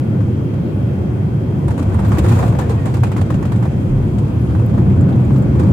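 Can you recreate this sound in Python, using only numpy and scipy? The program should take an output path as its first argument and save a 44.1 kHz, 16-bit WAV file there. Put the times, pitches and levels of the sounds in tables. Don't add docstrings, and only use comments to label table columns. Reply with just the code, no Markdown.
import sys
import numpy as np
from scipy import signal
from scipy.fft import rfft, irfft
from scipy.io import wavfile
from scipy.ndimage import uniform_filter1d

SR = 44100
rng = np.random.default_rng(int(sys.argv[2]) if len(sys.argv) > 2 else 0)


def gain_from_db(level_db):
    decades = np.asarray(level_db, float) / 20
    return 10 ** decades


def master(y):
    cut = np.clip(np.atleast_2d(y).T, -1, 1)
    pcm = np.round(cut * 32767)
    wavfile.write(sys.argv[1], SR, pcm.astype(np.int16))


N = 252252
HZ = np.fft.rfftfreq(N, 1 / SR)
TIME = np.arange(N) / SR
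EARS = np.array([[1], [-1]])

# pitch_hz, level_db (per Hz)
CABIN_COLOUR = [(13, -63.5), (22, -42), (33, -26), (50, -24), (74, -6), (97, 1.5), (164, -2.5), (204, -4),
                (234, -7), (373, -11), (417, -19.5), (579, -23.5), (899, -28.5), (3010, -51), (3270, -47.5),
                (3550, -52), (15700, -63.5)]
# pitch_hz, width_hz, level_db
HULL_MODES = [(72, 17, -11), (117.4, 12.5, -0.5), (137.1, 12.1, 1), (202, 48, -4), (300, 88, -10)]
# pitch_hz, width_hz, level_db
LINING_MODES = [(509.6, 99, 2), (1490, 110, -4.5), (2520, 800, 1.5)]
RULE_HZ = (55, 120, 330, 900)


def drone():
    feels_gear = (1, 0.19, 0.01, 0.042)
    feels_thrust = (0.1, 0.9, 0.73, 0.69)
    feels_shake = (0.088, 0.027, 0.057, 0.59)
    moves = np.transpose([feels_gear, feels_thrust, feels_shake]) @ np.array(controls())
    spectrum = field(CABIN_COLOUR) * lift(HULL_MODES) * lift(LINING_MODES)
    boom = irfft(spectrum * (HZ > 75) * (HZ < 170), N)
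    spectrum = spectrum * gain_from_db(-18.5) / np.sqrt(np.mean(boom ** 2))
    out = 0
    for octave in np.arange(4.5, 14.5, 0.5):
        share = np.cos(np.pi * np.clip(np.log2(HZ + 1) - octave, -0.5, 0.5)) ** 2
        pull = [on_hz(list(zip(RULE_HZ, row)), 2 ** octave) for row in np.eye(len(RULE_HZ))]
        pull[0] *= np.clip((octave - 4.6) / 1.5, 0.3, 1)
        pull[-1] *= np.clip((13.2 - octave) / 3.07, 0, 1)
        flutter_db = np.clip((11.3 - octave) / 0.83, 0.25, 1) * 0.99 * walk(7.4) + 0.75 * walk(20.873)
        out = out + gain_from_db(np.dot(pull, moves) + flutter_db) * irfft(spectrum * share, N)
    return out


# time_s, gear_load_db (above the flare)
GEAR_LOAD = [(1.5, 1.5), (1.68, 1.5), (1.78, -4.5), (1.9, 17), (2.3, 11.5), (2.55, 9.5), (2.8, 5.5),
             (3.0, 4.5), (3.35, 16), (3.7, 4), (4.0, 11), (4.6, 15.5), (5.2, 7), (5.45, 6), (5.72, 14.5)]


def controls():
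    reverse_s, spool_s, reverse_db = 4.55, 0.32, 4.5
    gear = np.interp(TIME, *np.transpose(GEAR_LOAD))
    spool = np.clip((TIME - reverse_s) / spool_s, 0, 1)
    thrust = reverse_db * np.sin(spool * np.pi / 2) ** 2
    s, buzz_db, _ = np.transpose(TRIM_SHAKE)
    return gear, thrust, np.interp(TIME, s, buzz_db - buzz_db[0])


# start_s, level_db, pitch_hz
STRUT_BLOWS = [(1.65, -15, 75.2), (1.822, -13.5, 97), (1.91, -10.5, 84.4), (1.969, -9.5, 105.2),
               (2.062, -8.5, 107.2), (2.191, -14.5, 72), (2.3, -4.5, 119), (2.418, -10, 114),
               (2.47, -10, 115), (2.975, -14, 105), (3.198, -8.5, 100), (3.321, -14.5, 97.3),
               (3.86, -12.5, 91.6), (4.719, -11.5, 113.3), (4.962, -3.5, 97.4), (5.321, -4.5, 129.1),
               (5.549, -12, 117.4), (2.027, -17, 147.6), (3.0, -8.5, 114.2), (4.645, -21, 107.5),
               (4.78, -10, 119), (4.84, -19, 128.6), (5.081, -12, 119.3), (5.19, -11, 116.8),
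               (5.69, -9.5, 107)]
# start_s, level_db, pitch_hz
SLAPS_AND_HEAVES = [(1.885, -26, 360), (1.935, -18, 227), (1.5, -23, 420), (2.179, -11.5, 320),
                    (2.5, -43, 400), (2.1, -20.5, 355), (2.7, -17, 450), (2.9, -30, 450),
                    (5.261, -13, 68.3), (5.45, -18, 64.4), (5.62, -33.5, 33.8), (3.879, -17.5, 39),
                    (1.84, -16, 68), (0.68, -25, 310), (0.28, -34, 780), (1.8, -16, 300), (2.0, -20.5, 200),
                    (3.4, -27, 370), (5.53, -21, 190), (5.37, -21, 68), (0.76, -27, 78), (3.1, -22, 75),
                    (3, -13.5, 110), (1.73, -24.5, 328), (3.979, -25, 370), (4.4, -18, 286), (4, -23, 400),
                    (4.79, -17, 340), (5.595, -19.5, 350)]


def thumps():
    rise_cycles = 2.07
    out = np.zeros(N + SR)
    t = TIME[:SR]
    for s, db, hz in STRUT_BLOWS + SLAPS_AND_HEAVES:
        rise = t * hz / rise_cycles
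        swell = rise * np.exp(1 - rise)
        i = int(s * SR)
        out[i:i + SR] += gain_from_db(db) * swell * np.sin(2 * np.pi * hz * t)
    return out[:N]


# pitch_hz, level_db (per Hz)
CRACK_COLOUR = [(1470, -31.5), (2500, -0.5), (2920, -8.5), (3480, -6), (5910, -13), (6950, -6.5),
                (9970, -13), (10800, -17), (14700, -18), (15700, -22.5)]
# pitch_hz, level_db (per Hz)
PANEL_COLOUR = [(250, -33), (450, 3.5), (700, 3), (1000, 5.5), (1500, -7), (2000, -11.5), (2800, -44),
                (4500, -42)]


def trim():
    s, db, body_db, pan_db, t60, body_hz = knocks()
    sides = (gain_from_db(db) * gain_from_db(EARS * pan_db / 2)).T[:, :, None]
    bodies = gain_from_db(body_db)[:, None, None] * sides
    vent_hiss_db = -52.5
    sides = sides * np.sqrt(np.clip(1 - gain_from_db(vent_hiss_db - db) ** 2, 0.05, 1))[:, None, None]

    fronts = decays(s, gain_from_db(-9.0) * sides, 0.15 * t60, 0.00061)
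    cracks = np.hypot(fronts, decays(s, gain_from_db(-9.0) * sides, t60, 0.0018))
    sharp = sides * gain_from_db(0.52 * (db + 26.5))[:, None, None]
    sizzles = np.hypot(decays(s, gain_from_db(-15.5) * sharp, 0.3 * t60, 0.0005),
                       decays(s, gain_from_db(-20.0) * sharp, 0.75 * t60, 0.0015))
    thuds = np.hypot(decays(s, gain_from_db(-3.5) * bodies, 0.35 * t60, 0.00052),
                     decays(s, gain_from_db(-2) * bodies, 0.85 * t60, 0.00092))

    buzz, buzz_sizzle, buzz_panel = buzzes()
    treble = field(CRACK_COLOUR)
    crack = unit(irfft(treble * (HZ < 10000), N))
    sizzle = unit(irfft(treble * (HZ >= 10000), N))
    panel = unit(irfft(field(PANEL_COLOUR) * lift(LINING_MODES), N))
    out = crack * np.hypot(cracks, buzz)
    out = out + sizzle * np.hypot(sizzles, buzz_sizzle)
    out = out + panel * np.hypot(thuds, buzz_panel)

    out = out + raps(s, gain_from_db(-5) * bodies, body_hz)
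    out = out + rings(s, gain_from_db(-10.0) * bodies, body_hz, 1.55 * t60, 0.091)
    clasp_hz = 1870 * np.exp(0.15 * rng.standard_normal(len(s)))
    return out + rings(s, gain_from_db(-10.5) * sides, clasp_hz, 0.65 * t60, 0.093)


# start_s, crack_db, body_over_crack_db, t60_s
LOCKER_KNOCKS = [(0.538, -39.5, 8, 0.056), (0.9244, -50, 0, .1), (1.6804, -34.5, 10.5, 0.1),
                 (1.706, -30.5, 7, 0.1), (1.777, -33, 4, .13), (1.826, -29, 1, 0.051),
                 (1.86, -50, 4, 0.073), (2.172, -37.5, 17.5, 0.057), (2.183, -20, -1, 0.082),
                 (2.1896, -22.5, 3.5, .05), (2.1959, -26.5, 6, 0.032), (2.2846, -32.5, -8, 0.44),
                 (2.32, -32.5, 11.5, 0.13), (2.5874, -26.5, 7, 0.16), (2.694, -29.5, 2, 0.19),
                 (2.8552, -33, 7.5, 0.31), (2.9398, -29.5, 2, 0.2), (2.969, -29.5, 6.5, 0.045),
                 (3.0692, -32, 5, 0.062), (3.1161, -32.5, 6, 0.13), (3.2132, -25, 3, 0.057),
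                 (3.26, -41.5, -3, .1), (3.3413, -33, 6.5, 0.1), (3.4252, -39, 13.5, .11),
                 (3.4524, -30.5, 4, 0.088), (3.5586, -34.5, -10.5, 0.1), (4.1833, -28.5, -1, 0.064),
                 (5.3702, -46, 11, 0.088), (5.595, -30, 6.5, 0.11)]
# start_s, crack_db, body_over_crack_db, body_hz
WALL_KNOCKS = [(0.2044, -46, 13, 655), (1.7923, -32.5, 6.5, 1160), (1.9437, -42, 17, 1040),
               (1.99, -36, 13.5, 820), (2.0494, -38, 13.5, 614), (2.1187, -37, 18, 1123),
               (2.244, -37, 13.5, 890), (2.3887, -31, 9.5, 1030), (2.4272, -36, 19, 780),
               (2.478, -31, -3, 942), (2.5494, -44, 20.5, 730), (2.619, -39, 13, 880),
               (3.0341, -25, 7.5, 880), (3.1642, -29.5, 7, 730), (3.1801, -33.5, 8.5, 1090),
               (3.3029, -31, 10.5, 717), (3.5198, -33, 9.5, 870), (3.6254, -36, 12.5, 823),
               (3.654, -38.5, 13, 590), (4.4914, -46, 11.5, 815), (4.55, -48, 21.5, 786),
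               (4.597, -39, 8.5, 630), (4.694, -41, 9, 740), (4.7409, -43, 15.5, 724),
               (4.778, -42, 18.5, 610), (5.0894, -42, 13.5, 610), (5.1985, -44.5, 6, 670),
               (5.633, -38.5, 7.5, 756), (1.92, -47, 12, 520), (2.035, -41.5, 10.5, 760),
               (2.082, -42, 11.5, 560), (2.15, -39, 13.5, 620), (2.262, -37.5, 13.5, 1320),
               (2.283, -42, 10.5, 790), (2.312, -37, 16.5, 570), (2.369, -38.5, 9.5, 556),
               (2.523, -40.5, 13, 641), (2.706, -36, 13.5, 885), (4.505, -49.5, 16.5, 1300),
               (4.9, -44.5, 10, 2290), (5.305, -44.5, 16, 920), (5.36, -37.5, 8, 1140),
               (5.55, -42.5, 12.5, 850), (5.593, -41, 12.5, 800)]


def knocks():
    s, db, body_db, t60 = np.transpose(LOCKER_KNOCKS)
    wall_s, wall_db, wall_body_db, wall_hz = np.transpose(WALL_KNOCKS)
    pan_db = -2 + 4 * rng.standard_normal(len(s) + len(wall_s))
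    locker_hz = 820 * np.exp(0.15 * rng.standard_normal(len(s)))
    wall_t60 = np.full(len(wall_s), 0.11)
    return (np.r_[s, wall_s], np.r_[db, wall_db], np.r_[body_db, wall_body_db], pan_db,
            np.r_[t60, wall_t60], np.r_[locker_hz, wall_hz])


# time_s, buzz_db, panel_over_buzz_db
TRIM_SHAKE = [(1.55, -62, 3), (1.7, -61, 15), (1.99, -55, -4), (2.16, -48, 6), (2.215, -52, 11),
              (2.245, -44.5, 8), (2.31, -42.5, 8), (2.46, -46, 8.5), (2.54, -56.5, 9), (2.7, -55.5, -1),
              (2.88, -57, 12.5), (3.07, -59.5, 5.5), (3.85, -60, 8), (5.48, -62.5, 10), (5.72, -54, 6)]


def buzzes():
    t, buzz_db, panel_db = np.transpose(TRIM_SHAKE)
    contacts_per_s, contact_decay_s = 650, 0.0095
    contacts = (rng.random(N) < contacts_per_s / SR) * gain_from_db(2.3 * rng.exponential(size=N))
    power = signal.lfilter([1], [1, -np.exp(-1 / (contact_decay_s * SR))], contacts ** 2)
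    buzz = gain_from_db(np.interp(TIME, t, buzz_db, left=-120) + 2.5) * unit(np.sqrt(power))
    brighter_db = 0.2 * (np.interp(TIME, t, buzz_db) + 55)
    return buzz, gain_from_db(-10.0) * buzz * gain_from_db(brighter_db), buzz * gain_from_db(np.interp(TIME, t, panel_db))


def raps(times, sizes, pitches_hz):
    out = np.zeros((2, N + SR))
    for s, size, hz in zip(times, sizes, pitches_hz):
        turns = hz * TIME[:SR // 20]
        tone = np.sin(2 * np.pi * turns) + gain_from_db(-6) * np.sin(2 * np.pi * 1.7 * turns)
        i = int(s * SR)
        out[:, i:i + len(turns)] += size * gain_from_db(-60 * turns / 10) * tone
    return out[:, :N]


def rings(times, sizes, pitches_hz, t60s, widths):
    out = np.zeros((2, N + SR))
    t = TIME[:SR // 8]
    widths = np.broadcast_to(widths, len(times))
    for s, size, hz, t60, width in zip(times, sizes, pitches_hz, t60s, widths):
        edges_hz = [hz / (1 + width), min(hz * (1 + width), 0.49 * SR)]
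        band = signal.butter(1, edges_hz, "band", fs=SR, output="sos")
        noise = rng.standard_normal((2, len(t))) + 0.88 * rng.standard_normal(len(t))
        ring = unit(signal.sosfilt(band, noise))
        i = int(s * SR)
        out[:, i:i + len(t)] += size * ring * gain_from_db(-60 * t / t60)
    return out[:, :N]


# start_s, level_db, left_over_right_db, pitch_hz
CASE_TICKS = [
    (2.0837, -36, 10, 14650),
    (2.0937, -37, 7, 14050),
    (4.663, -39.5, 7, 15000),
    (5.3847, -41.5, 5.5, 15600),
]
# start_s, level_db, left_over_right_db, pitch_hz
LATCH_TICKS = [(5.01, -44, 12, 7280), (5.127, -41.5, 8.5, 3450), (5.158, -48, -3, 6780),
               (5.2485, -45.5, -8, 7140), (5.329, -46, -6, 8500), (5.343, -43.5, -7.5, 7400),
               (5.423, -40.5, -5, 7430), (1.682, -36, -7, 8900), (1.708, -42, -7, 9300),
               (1.779, -43.5, -2.5, 8500), (1.795, -45.5, -2.5, 8300), (1.944, -42, -5, 8800),
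               (2.588, -34.5, -3.5, 7960), (2.857, -37, 1, 7200), (3.119, -44, 0.5, 8200),
               (2.118, -40, -1.5, 7550), (2.128, -42, -3, 8300), (2.0, -40, -2.5, 8600),
               (2.235, -41, -1, 6800), (2.277, -42.5, 1.5, 7600), (3.428, -40.5, 1.5, 6840),
               (4.495, -49.5, 2, 4280), (4.594, -44.5, 2, 2620), (5.088, -48, 0.5, 4200),
               (5.197, -52, 4, 2590), (5.596, -40.5, -1.5, 7000), (5.635, -44, -0.5, 4700),
               (2.12, -34, -2, 1530), (2.247, -34, 0.5, 1700), (2.615, -31, -5, 1750),
               (2.862, -37, 1.5, 2260), (3.036, -30.5, -2, 2470), (3.119, -34.5, 0, 2420),
               (3.167, -42.5, 1, 2450), (3.175, -36.5, -1.5, 1700), (3.31, -36, -2, 1800),
               (3.427, -35, -1, 1780), (3.522, -35.5, -2, 1790), (3.655, -40, -1.5, 1800)]


def ticks():
    s, db, pan_db, hz = np.transpose(list(CASE_TICKS) + list(LATCH_TICKS))
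    case = np.arange(len(s)) < len(CASE_TICKS)
    sides = (gain_from_db(db) * gain_from_db(EARS * pan_db / 2)).T[:, :, None]
    tones = sides * gain_from_db(np.where(case, -1.5, -5))[:, None, None]
    snaps = sides * gain_from_db(np.where(case, -3, -5.0))[:, None, None]
    ring_cycles = np.where(case, 110, 330)
    out = rings(s, tones, hz, ring_cycles / hz, 0.027)
    snap_hz = np.where(case, 12500, 10000)
    return out + rings(s, snaps, snap_hz, np.full(len(s), 0.007), np.where(case, 0.3, 0.9))


# start_s, length_s, top_hz, partner_over_top (ratio), level_db
SEAL_SQUEAKS = [
    (2.78, .08, 1870, 1.02, -48),
    (2.765, 0.039, 2520, 1.25, -50),
    (4.29, .04, 11000, 1.12, -79),
    (4.395, .09, 10900, 1.17, -61),
    (4.48, .03, 10600, 1.05, -69),
    (4.53, .03, 11860, .97, -63),
    (4.555, 0.027, 10900, .96, -63),
    (4.585, 0.022, 9400, .93, -64),
]


def squeaks():
    out, wobble = 0, walk(120)
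    for s, length, hz, partner, db in SEAL_SQUEAKS:
        u = (TIME - s) / length
        fade = np.clip(np.minimum(u, 1 - u) * length / 0.012, 0, 1)
        main_hz = hz * np.interp(u, [0, 0.15, 0.62, 1], [0.94, 1, 1, 0.92])
        partner_hz = hz * (partner - 0.04 * u)
        main, second = (np.sin(2 * np.pi * np.cumsum(f * (1 + 0.004 * wobble)) / SR)
                        for f in (main_hz, partner_hz))
        out = out + fade * gain_from_db(db + 2.3 * wobble) * (main + gain_from_db(-9 + 2.6 * walk(59.6)) * second)
    return out * gain_from_db(EARS * -4.5)


# pitch_hz, first_level_db, last_level_db
WHINE_TONES = [(3194, -62, -63.5), (4791, -76, -71), (7562, -85, -81), (9114, -81, -92), (10080, -81, -83),
               (10712, -87, -83), (10890, -79, -83), (11343, -88, -83), (11832, -92, -87)]


def whine():
    out = 0
    for hz, first_db, last_db in WHINE_TONES:
        level_db = first_db + (last_db - first_db) * TIME / TIME[-1] + 0.4 * walk(15)
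        phase = 2 * np.pi * np.cumsum(hz * (1 + 0.0004 * walk(18.0))) / SR
        out = out + np.sqrt(2) * gain_from_db(level_db) * np.sin(phase + EARS * rng.uniform(0, 0.33))
    return out


def on_hz(table, hz=HZ):
    f, v = np.transpose(table)
    return np.interp(np.log(hz + 1), np.log(f + 1), v)


def unit(x):
    return x / np.sqrt(np.mean(x ** 2))


# pitch_hz, side_over_mid_db
PORT_SIDE_LEVEL = [(60, -17.5), (110, -17), (200, -15.5), (380, -8.5), (700, 0.5), (1290, 0), (2380, 1),
                   (4400, 1.5), (8120, 0.5), (15000, 0)]


def field(colour):
    mid, side = rfft(rng.standard_normal((2, N)))
    return gain_from_db(on_hz(colour)) * (mid + EARS * gain_from_db(on_hz(PORT_SIDE_LEVEL)) * side)


def lift(modes):
    return 1 + sum(gain_from_db(db) / (1 + 2j * (HZ - hz) / width) for hz, width, db in modes)


def walk(rate):
    k = int(SR / rate)
    held = np.repeat(rng.standard_normal(N // k + 1), k)
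    return 1.47 * uniform_filter1d(uniform_filter1d(held, k), k)[:N]


def decays(times, sizes, t60s, rise_s):
    power = np.zeros((2, N))
    for s, size, t60 in zip(times, sizes, t60s):
        i = int(s * SR)
        t = TIME[:min(N - i, int(t60 * SR) + 1)]
        power[:, i:i + len(t)] += (size * (1 - np.exp(-t / rise_s)) * gain_from_db(-60 * t / t60)) ** 2
    return np.sqrt(power)


def scene():
    return drone() + thumps() + trim() + ticks() + squeaks() + whine()


# pitch_hz, left_over_right_db
PORT_BALANCE_LEVEL = [(60, 1), (200, -1), (700, 2.5), (2400, 0.5), (5500, 1.5), (6900, 4.5), (8500, -6.5),
                      (10000, 1.5), (12000, 2), (15000, 8.5)]


def phone_ports(dry):
    end = np.clip(TIME[::-1] / 0.002, 0.25, 1)
    wide = np.fft.rfftfreq(2 * N, 1 / SR)
    balance = gain_from_db(EARS * on_hz(PORT_BALANCE_LEVEL, wide) / 2)
    return irfft(rfft(end * dry, 2 * N) * balance * (wide < 15700), 2 * N)[:, :N]


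def low_pass(x):
    return signal.sosfilt(signal.butter(12, 15830, fs=SR, output="sos"), x)


def record(dry):
    rounded = np.tanh(0.86 * phone_ports(dry)) / 0.83
    return low_pass(rounded)


dry = scene()
out = record(dry)
master(out)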